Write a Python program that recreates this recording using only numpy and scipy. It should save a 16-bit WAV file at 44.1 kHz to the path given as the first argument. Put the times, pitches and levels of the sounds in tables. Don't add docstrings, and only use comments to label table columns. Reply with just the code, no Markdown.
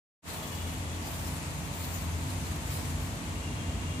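import sys
import numpy as np
from scipy import signal
from scipy.fft import rfft, irfft
from scipy.io import wavfile
from scipy.ndimage import uniform_filter1d

SR = 44100
rng = np.random.default_rng(int(sys.argv[2]) if len(sys.argv) > 2 else 0)


def wav_out(sig):
    wavfile.write(sys.argv[1], SR, np.round(np.clip(np.atleast_2d(sig).T, -1, 1) * 32767).astype(np.int16))


N = 176400
T = np.arange(N) / SR
HZ = np.fft.rfftfreq(N, 1 / SR)


def flame(sputter_db=1.5, sputter_hz=30):
    return (hiss() + sizzle()) * amp(sputter_db * wander(sputter_hz))


# (time [s], level [dB])
BURN_LEVEL = [(0.25, -2), (0.9, -8.5), (1.4, -4), (1.62, -5.5), (2.15, -5), (2.9, -3.5), (3.25, -9),
              (4, -28)]
# (start [s], rise [s], hold [s], hiss [dB], sizzle [dB])
HEAD_FLARES = [(.24, 0.055, 0.3, -7.5, -2), (0.65, 0.024, .02, -5, -9), (1.023, 0.064, 0.2, -1, -2),
               (1.707, 0.082, 0.19, -1, 2), (2.22, 0.1, 0.15, -8, -10), (2.626, 0.093, 0.046, 1.5, 1)]
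# (frequency [Hz], left [dB], right [dB])
HISS_SPECTRUM = [(300, -94, -88.5), (865, -79.5, -77.5), (2000, -86.5, -85.5), (3000, -95, -87),
                 (4340, -85, -83), (5970, -86, -97.5), (7160, -81.5, -88), (8650, -85, -88),
                 (10300, -84, -88), (11600, -87.5, -89), (13000, -84.5, -96), (14100, -88.5, -104),
                 (15400, -96, -104)]

def hiss(fade_s=0.085, fizz_db=-14):
    power = level(BURN_LEVEL) ** 2
    for start, rise, hold, db, _ in HEAD_FLARES:
        power += (amp(db) * swell(start, rise, hold, fade_s)) ** 2
    bursts = amp(fizz_db) * fizz()
    jets = patchy(rng.standard_normal((2, N)))
    return colour(jets + bursts, HISS_SPECTRUM) * np.sqrt(power)


def fizz(bursts_per_s=640, spread_db=4):
    sizes = amp(spread_db * np.minimum(rng.exponential(1, N), 4))
    onsets = rng.random(N) < bursts_per_s / SR
    return unit_rms(sizes * onsets * rng.standard_normal((2, N)))


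# (frequency [Hz], left [dB], right [dB])
SIZZLE_SPECTRUM = [(9000, -120, -125), (12400, -94, -104), (13300, -84.5, -97), (14200, -81, -105),
                   (15400, -88, -98)]

def sizzle(fade_s=0.06):
    envelope = sum(amp(db) * swell(start, rise, hold, fade_s) for start, rise, hold, _, db in HEAD_FLARES)
    return colour(patchy(rng.standard_normal((2, N))), SIZZLE_SPECTRUM) * envelope


# (start [s], hold [s], level [dB])
SPIT_EVENTS = [(0.295, 0.013, 1.5), (0.692, .002, -4), (1.842, .004, -1)]
# (frequency [Hz], level [dB])
SPIT_SPECTRUM = [(1000, -87), (3400, -84), (4200, -73), (5500, -92), (7100, -79), (8200, -92), (9300, -82),
                 (11000, -94), (15000, -105)]

def spits(rise_s=0.0025, fade_s=0.006, right_db=-4):
    envelope = sum(amp(db) * swell(start, rise_s, hold, fade_s) for start, hold, db in SPIT_EVENTS)
    return colour(rng.standard_normal((2, N)), SPIT_SPECTRUM) * envelope * amp([[0], [right_db]])


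# (frequency [Hz], level [dB])
RUMBLE_SPECTRUM = [(20, -94), (30, -84), (42, -73), (58, -54.5), (76, -60), (87, -56.5), (96, -56.5),
                   (105, -56.5), (124, -74.5), (160, -88), (400, -110)]
DRONE_SPECTRUM = [(60, -96), (122, -68.5), (137, -60.5), (148, -57), (160, -63.5), (182, -71.5),
                  (260, -81.5), (600, -110)]
BODY_SPECTRUM = [(100, -83), (190, -71), (235, -68), (310, -73.5), (400, -83.5), (470, -82.5), (800, -97.5),
                 (2000, -120)]
# (time [s], rumble [dB], drone [dB], body [dB])
BAND_LEVELS = [(0.25, -17.5, -3.5, -8), (0.46, -5.5, -6.5, -0.5), (0.68, -3, -3, 0.5), (1.2, -4, 1.5, -1.5),
               (1.8, -5.5, -0.5, -3.5), (2.15, 0, 1.5, -0.5), (2.6, 0.5, -0.5, 1.5), (3.0, 1, 2.5, 1.5),
               (3.45, 1, -3, 3.5), (3.85, 1.5, 2.5, 4)]
# (frequency [Hz], left [dB/Hz], right [dB/Hz])
AIR_SPECTRUM = [(100, -90, -97), (304, -78, -77.5), (496, -77, -78.5), (597, -76, -74), (760, -79.5, -77.5),
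                (940, -75, -75), (1480, -82.5, -80), (1900, -79.5, -79.5), (2530, -78.5, -83),
                (3640, -82.5, -88), (5200, -87.5, -90), (6420, -82.5, -90), (7630, -82, -89),
                (9000, -88.5, -89.5), (11250, -94, -93.5), (14600, -103, -104)]

def room():
    bands = (RUMBLE_SPECTRUM, DRONE_SPECTRUM, BODY_SPECTRUM)
    low = sum(colour(diffuse(), band) * level(BAND_LEVELS, k) for k, band in enumerate(bands, 1))
    return low + colour(diffuse(), AIR_SPECTRUM)


# (frequency [Hz], level [dB])
RUSH_SPECTRUM = [(200, -104), (350, -81), (520, -84), (650, -72), (800, -81), (1000, -84), (1240, -74),
                 (1500, -105)]

def air_rush():
    return colour(diffuse(), RUSH_SPECTRUM) * swell(start_s=0.31, rise_s=0.024, hold_s=0.1, fade_s=0.07)


# (frequency [Hz], correlation [-1..1])
ROOM_CORRELATION = [(60, 0.99), (130, 0.95), (290, 0.89), (640, 0.5), (1400, -0.27), (3090, -0.0044),
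                    (6780, -0.035), (14900, -0.15)]

def diffuse():
    left, independent = rfft(rng.standard_normal((2, N)))
    correlation = np.clip(spectrum(ROOM_CORRELATION)[0], -1, 1)
    right = correlation * left + np.sqrt(1 - correlation ** 2) * independent
    return irfft(np.array([left, right]), N)


# (multiple of turning rate [x], left [dB], right [dB])
MOTOR_TONES = [(2.002, -40, -42.5), (4.008, -59.5, -46.5), (4.94, -56, -59), (5.984, -51.5, -52),
               (7.026, -54.5, -54.5), (7.99, -62, -61.5), (8.96, -71, -75), (10.245, -62, -61.5),
               (16.01, -58, -62.5), (17.12, -64, -72), (18.45, -65, -70), (20.98, -66.5, -58.5),
               (26.28, -76, -63)]
# (time [s], level [dB])
THROB_LEVEL = [(0.25, -5), (0.5, -8), (0.66, 3.5), (1.6, -2.5), (2.5, 5), (3.1, -5), (4, -0.5)]

def motor(turning_hz=42.34, drift=0.0019, drift_hz=1.88, flutter_depth=0.42, flutter_hz=5.3):
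    turns = np.cumsum(turning_hz * (1 + drift * wander(drift_hz))) / SR
    out = np.zeros((2, N))
    for k, (multiple, left_db, right_db) in enumerate(MOTOR_TONES):
        tone = flutter(flutter_depth, flutter_hz) * np.exp(2j * np.pi * (multiple * turns + rng.random()))
        throb = level(THROB_LEVEL) if k == 0 else 1
        out += amp([[left_db], [right_db]]) * unit_rms(tone.real) * throb
    return out


# (start [s], rise [s], hold [s], fade [s], pitch [Hz], level [dB])
HORN_TOOTS = [(0.358, 0.093, 0.13, .35, 418.3, -55.5), (3.2, 0.27, .55, .3, 467.7, -52.5)]
# (frequency [Hz], level [dB])
HORN_SPECTRUM = [(2100, -21), (2330, -8), (2520, -13), (2800, -2), (2950, 0), (3250, -7.5), (3360, 4.5),
                 (3750, -19), (4200, -13)]

def horns(waver=0.0041, blur_depth=1.8, flutter_hz=31.8, right_db=-3.5):
    out = np.zeros((2, N))
    tone_hz, tone_db = np.transpose(HORN_SPECTRUM)
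    for start, rise, hold, fade, pitch_hz, db in HORN_TOOTS:
        envelope = swell(start, rise, hold, fade)
        cycles = np.cumsum(pitch_hz * (1 + waver * wander(flutter_hz))) / SR
        for harmonic in range(5, 10):
            blur = np.array([flutter(blur_depth, flutter_hz) for side in range(2)])
            tone = unit_rms((blur * np.exp(2j * np.pi * harmonic * cycles)).real)
            out += amp(db + np.interp(harmonic * pitch_hz, tone_hz, tone_db)) * envelope * tone
    return out * amp([[0], [right_db]])


def patchy(x, depth_db=3.5, width_hz=700):
    frames = signal.stft(x, nperseg=512)[2]
    flicker = uniform_filter1d(rng.standard_normal(frames.shape), round(width_hz * 512 / SR), axis=1)
    flicker = unit_rms(uniform_filter1d(flicker, size=9, axis=2))
    return unit_rms(signal.istft(frames * amp(depth_db * flicker), nperseg=512)[1][:, :N])


def flutter(depth, rate_hz):
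    return 1 + depth * (wander(rate_hz) + 1j * wander(rate_hz))


def wander(rate_hz):
    lowpass = np.exp(-(HZ / rate_hz) ** 2) * (HZ > 0)
    return unit_rms(irfft(rfft(rng.standard_normal(N)) * lowpass, N))


def swell(start_s, rise_s, hold_s, fade_s):
    attack = np.clip((T - start_s) / rise_s, 0, 1)
    return attack * np.exp(-np.maximum(T - start_s - rise_s - hold_s, 0) / fade_s)


def colour(x, table):
    return irfft(rfft(x) * amp(spectrum(table)) * np.sqrt(SR / 2), N)


def spectrum(table):
    hz, *columns = np.transpose(table)
    return np.array([np.interp(np.log(HZ + 1), np.log(hz), c) for c in columns])


def level(curve, column=1):
    columns = np.transpose(curve)
    return amp(np.interp(T, columns[0], columns[column]))


def amp(db):
    return 10 ** (np.asarray(db) / 20)


def unit_rms(x):
    return x / np.sqrt(np.mean(abs(x) ** 2) + 1e-20)


def scene():
    background = room() + air_rush() + motor()
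    return flame() + spits() + background + horns()


def record(dry):
    start_s, rise_s, cutoff_hz = 0.22, 0.067, 15480
    fade_in = np.clip((T - start_s) / rise_s, 0, 1) ** 1.52
    lowpass = signal.firwin(801, cutoff_hz, window=("kaiser", 9), fs=SR)
    return signal.oaconvolve(dry * fade_in, lowpass[None], "same")


dry = scene()
out = record(dry)
wav_out(out)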